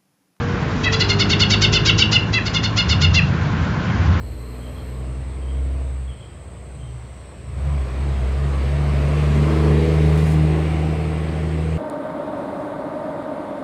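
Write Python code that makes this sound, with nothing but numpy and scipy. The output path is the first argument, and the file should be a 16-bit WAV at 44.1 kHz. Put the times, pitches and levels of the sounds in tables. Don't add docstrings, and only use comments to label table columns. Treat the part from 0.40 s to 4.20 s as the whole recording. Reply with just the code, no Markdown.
import sys
import numpy as np
from scipy import signal
from scipy.fft import rfft, irfft
from scipy.io import wavfile

SR = 44100
rng = np.random.default_rng(int(sys.argv[2]) if len(sys.argv) > 2 else 0)


def undo_db(level):
    steps = np.asarray(level, float) / 20
    return 10 ** steps


def unload_wav(signal):
    wavfile.write(
        sys.argv[1],
        SR,
        np.round(np.clip(np.atleast_2d(signal).T, -1, 1) * 32767).astype(np.int16),
    )


N = 167580
LEAD_S = 0.02

# time in seconds, firing rate in Hz, level in dB.
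ENGINE_COURSE = [
    (0, 47.24, -34),
    (.6, 49.58, -24),
    (1.2, 51.82, -19.5),
    (1.7, 53.6, -21),
    (2.0, 54.35, -28),
    (3.1, 54.78, -29),
    (3.8, 55.53, -33),
]
# multiple of the firing rate, level in dB.
FIRING_ORDERS = [(1, -11), (2, -1), (3, -10.5), (4, -11), (5, -26), (6, -18.5), (7, -18), (8, -17.5),
                 (9, -21.5), (10, -32), (11, -37), (12, -39), (13, -38.5)]
# time in seconds, ring in Hz, lift in dB.
EXHAUST_RING = [
    (0, 476, 30.5),
    (.45, 469, 24.5),
    (.8, 402, 6),
    (1.5, 402, -0.5),
    (3.8, 325, 3),
]
# frequency in Hz, density in dB per Hz.
TOWN_SPECTRUM = [(18, -50), (30, -24), (64, -5.5), (151, 1), (302, -12), (428, -17.5), (1630, -19.5),
                 (6530, -40.5), (7500, -47.5), (9750, -88), (16500, -120)]
# centre in Hz, width in Hz, level in dB.
TYRE_BANDS = [
    (1060, 64, -42),
    (1500, 240, -39),
]
# time in seconds, rumble level in dB.
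HEAVY_LEVEL = [(0, -21.5), (.4, -26), (1.4, -22.5), (2.3, -26), (2.52, -15), (2.7, -10.5), (2.9, -15),
               (3.2, -18), (3.45, -26), (3.7, -9), (3.8, -18)]
# start in seconds, length in seconds, level in dB, then the tops of the low voice
# and of the high voice in Hz.
OPENING_NOTES = [
    (.44, 0.039, -16.5, 1303, 2003),
    (1.936, 0.046, -16, 1338, 2046),
]
FIRST_RUN = [(.529, .027, -15.5, 1392, 1993), (.603, 0.027, -13.5, 1453, 1990),
             (.695, 0.028, -14, 1437, 2142), (.797, 0.034, -14.5, 1486, 2222),
             (.902, 0.039, -16, 1566, 2210), (1.002, 0.039, -13.5, 1470, 2192),
             (1.106, 0.043, -13.5, 1500, 2275), (1.22, 0.037, -12.5, 1552, 2216),
             (1.333, 0.046, -13.5, 1512, 2091), (1.46, 0.046, -13.5, 1621, 2233),
             (1.588, 0.045, -13, 1573, 2293), (1.725, 0.049, -15, 1484, 2040)]
SECOND_RUN = [
    (2.061, .028, -21, 1482, 2210),
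    (2.144, 0.0333, -17, 1434, 2140),
    (2.237, 0.03, -18.5, 1460, 2190),
    (2.373, 0.04, -15.5, 1440, 2160),
    (2.495, .041, -16.5, 1462, 2190),
    (2.617, .041, -16, 1440, 2165),
]
CLOSING_NOTES = [
    (2.747, .046, -15.5, 1386, 2107),
]
# multiple of the low voice, multiple of the gap between voices, level in dB.
SUM_TONES = [(1, 0, -1.5), (1, 1, 2.5), (1, 2, -4.5), (2, 0, 1), (2, 1, 1.5), (2, 2, 0.5), (3, 0, -4),
             (3, 1, -1.5), (3, 2, -8.5), (4, 0, -15), (4, 1, -11.5), (4, 2, -13), (5, 0, -14)]
# delay in seconds, level in dB.
WALL_ECHOES = [
    (.016, -18),
    (.031, -15),
]


def curve(rows, col, t, log=False):
    a = np.array(rows, float)
    if log:
        return np.interp(np.log(t), np.log(a[:, 0]), a[:, col])
    return np.interp(t, a[:, 0], a[:, col])


def unit(x):
    return x / np.sqrt(np.mean(x ** 2))


def band(hz, width_hz, size=N):
    f = np.arange(size // 2 + 1) * SR / size
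    spectrum = rfft(rng.standard_normal(size)) * np.exp(-((f - hz) / width_hz) ** 2)
    return unit(irfft(spectrum, size))


def walk(rate, size=N):
    return band(0, rate, size=size)


def bell(f, hz, width_hz):
    return 1 / (1 + (2 * (f - hz) / width_hz) ** 2)


def engine(t):
    firing_hz = curve(ENGINE_COURSE, 1, t) * (1 + 0.002705 * walk(1.68))
    turns = np.cumsum(firing_hz) / SR
    ring_hz, ring_db = curve(EXHAUST_RING, 1, t), curve(EXHAUST_RING, 2, t)
    out = 0
    for k, db in FIRING_ORDERS:
        lift = ring_db * bell(np.round(k) * firing_hz, ring_hz, width_hz=45)
        level = undo_db(db + lift + 2.85 * walk(3.66))
        out = out + level * np.sin(2 * np.pi * (np.round(k) * turns + rng.random()))
    return np.sqrt(2) * out * undo_db(curve(ENGINE_COURSE, 2, t))


def traffic_hiss():
    out, swell_db = 0, walk(0.41)
    for hz in 28 * 2 ** (np.arange(17) / 2):
        bandwidth_db = 10 * np.log10(hz)
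        db = curve(TOWN_SPECTRUM, 1, hz, log=True) + bandwidth_db + swell_db + 1.4 * walk(15)
        out = out + undo_db(db) * band(hz, 0.39 * hz)
    return undo_db(-23) * unit(out)


def tyres():
    return sum(undo_db(db + 1.5 * walk(1)) * band(hz, width) for hz, width, db in TYRE_BANDS)


def heavy_vehicles(t):
    pass_s, pass_width_s, pass_lift_db = 2.94, 0.44, 8
    drone_db = -9 + pass_lift_db * np.exp(-((t - pass_s) / pass_width_s) ** 2)
    heavy = band(83.5, 17.6) + undo_db(drone_db) * band(154.5, 31.4)
    return undo_db(curve(HEAVY_LEVEL, 1, t) - 5.5) * heavy


def syrinx(t, length, low_hz, high_hz):
    edge_hz, locked_top_hz, sag_hz, droop_hz_per_s = 1310, 1452, 41, 13000
    u, since = t / length, np.maximum(t, 0)
    arch = np.maximum(1 - (2 * u - 1) ** 2, -1)
    free = np.exp(-((u - 0.478) / 0.2847) ** 4)
    shake = 0.006 + 0.03 * np.exp(-since / 0.007)
    top = min(low_hz, locked_top_hz)
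    locked = edge_hz + (top - edge_hz) * arch - droop_hz_per_s * np.maximum(t - length, 0)
    locked = locked * (1 + shake * walk(300, size=len(t)))
    low = locked + free * (low_hz - top)
    loose = (high_hz - sag_hz * (1 - arch)) * (1 + shake * walk(240, size=len(t)))
    gap = free * loose + (1 - free) * locked * 3 / 2 - low
    return low, gap, free


def note(length, low_hz, high_hz, open_hz, shut_hz, beak_s, low_db, rasp_db, tail_s):
    t = np.arange(8192) / SR - LEAD_S
    since, size = np.maximum(t, 0), len(t)
    low, gap, free = syrinx(t, length, low_hz, high_hz)
    open_hz = open_hz + 45000 * min(length - .045, 0)
    beak_hz = shut_hz + (open_hz - shut_hz) * np.exp(-(since / beak_s) ** 2)
    throat_db = 16 * (1 - np.exp(-(since / 0.04) ** 2))

    def fade(end):
        return np.clip((end - t) / 0.01 + .5, 0, 1) ** 2

    tone = 0
    for m, n, db in SUM_TONES:
        f = np.round(m) * low + np.round(n) * gap
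        db = db + 8 * bell(f, beak_hz, 1000) + throat_db * bell(f, 2865, 330)
        db = db + 2.2 * walk(68, size=size) + low_db * (m + n < 1.5)
        db = db - 2.5 * np.maximum(f - beak_hz, 0) * (t / length) / 1000
        top_hz = m * low_hz + n * (high_hz - low_hz)
        end = length + tail_s * (1 - top_hz / 3900)
        share = free if n > 1.5 else 1 + (1 - free) * 0.61 * (n < .5 < m - 1)
        phase = 2 * np.pi * (np.cumsum(f) / SR + rng.random())
        tone = tone + undo_db(db) * fade(end) * share * np.sin(phase)
    swell = np.clip((t + 0.0074) / 0.013, 0, 1)
    burst_db = -2.5 + rasp_db + 330 * (length - .045)
    burst = undo_db(burst_db) * np.exp(-((t - 0.0024) / 0.011) ** 2)
    husk = undo_db(-18.5 + rasp_db) * swell * fade(length - tail_s)
    return undo_db(-8.5) * tone * swell + (burst + husk) * band(4660, 2370, size=size)


def yard(x):
    t60_s, gap_s = 0.29, 0.0052
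    t = np.arange(SR // 2) / SR
    tail = band(3600, 3000, size=len(t)) * undo_db(-60 * t / t60_s) * (t > gap_s)
    tail = undo_db(-14.5) * tail / np.sqrt(np.sum(tail ** 2))
    tail[0] = 1
    for lag, db in WALL_ECHOES:
        tail[int(lag * SR)] = undo_db(db)
    return signal.fftconvolve(x, tail)[:N]


def bird():
    out = np.zeros(N)
    kinds = [([*FIRST_RUN, *SECOND_RUN], (5480, 2750, 0.03, 0, 0, 0.0019)),
             (CLOSING_NOTES, (5480, 2750, 0.014, -10, 0, 0.026)),
             (OPENING_NOTES, (4470, 1950, 0.015, -9.5, -7.5, 0.026))]
    for rows, beak in kinds:
        for start, length, db, low_hz, high_hz in rows:
            x = note(length, low_hz, high_hz, *beak)
            i = int((start - LEAD_S) * SR)
            out[i:i + len(x)] += undo_db(db - 4.5) * x
    return yard(out)


def scene():
    t = np.arange(N) / SR
    return (engine(t) + traffic_hiss() + tyres() + heavy_vehicles(t) + bird())[None]


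def low_pass(x):
    return signal.sosfilt(signal.butter(12, 8400, fs=SR, output="sos"), x)


def record(dry):
    rounded = np.tanh(1.323 * dry) / 1.185
    top_cut = signal.cheby1(12, .5, 7343, fs=SR, output="sos")
    low_cut = signal.butter(2, 35, "high", fs=SR, output="sos")
    mix = signal.sosfilt(low_cut, signal.sosfilt(top_cut, rounded))
    return low_pass(mix)


dry = scene()
out = record(dry)
unload_wav(out)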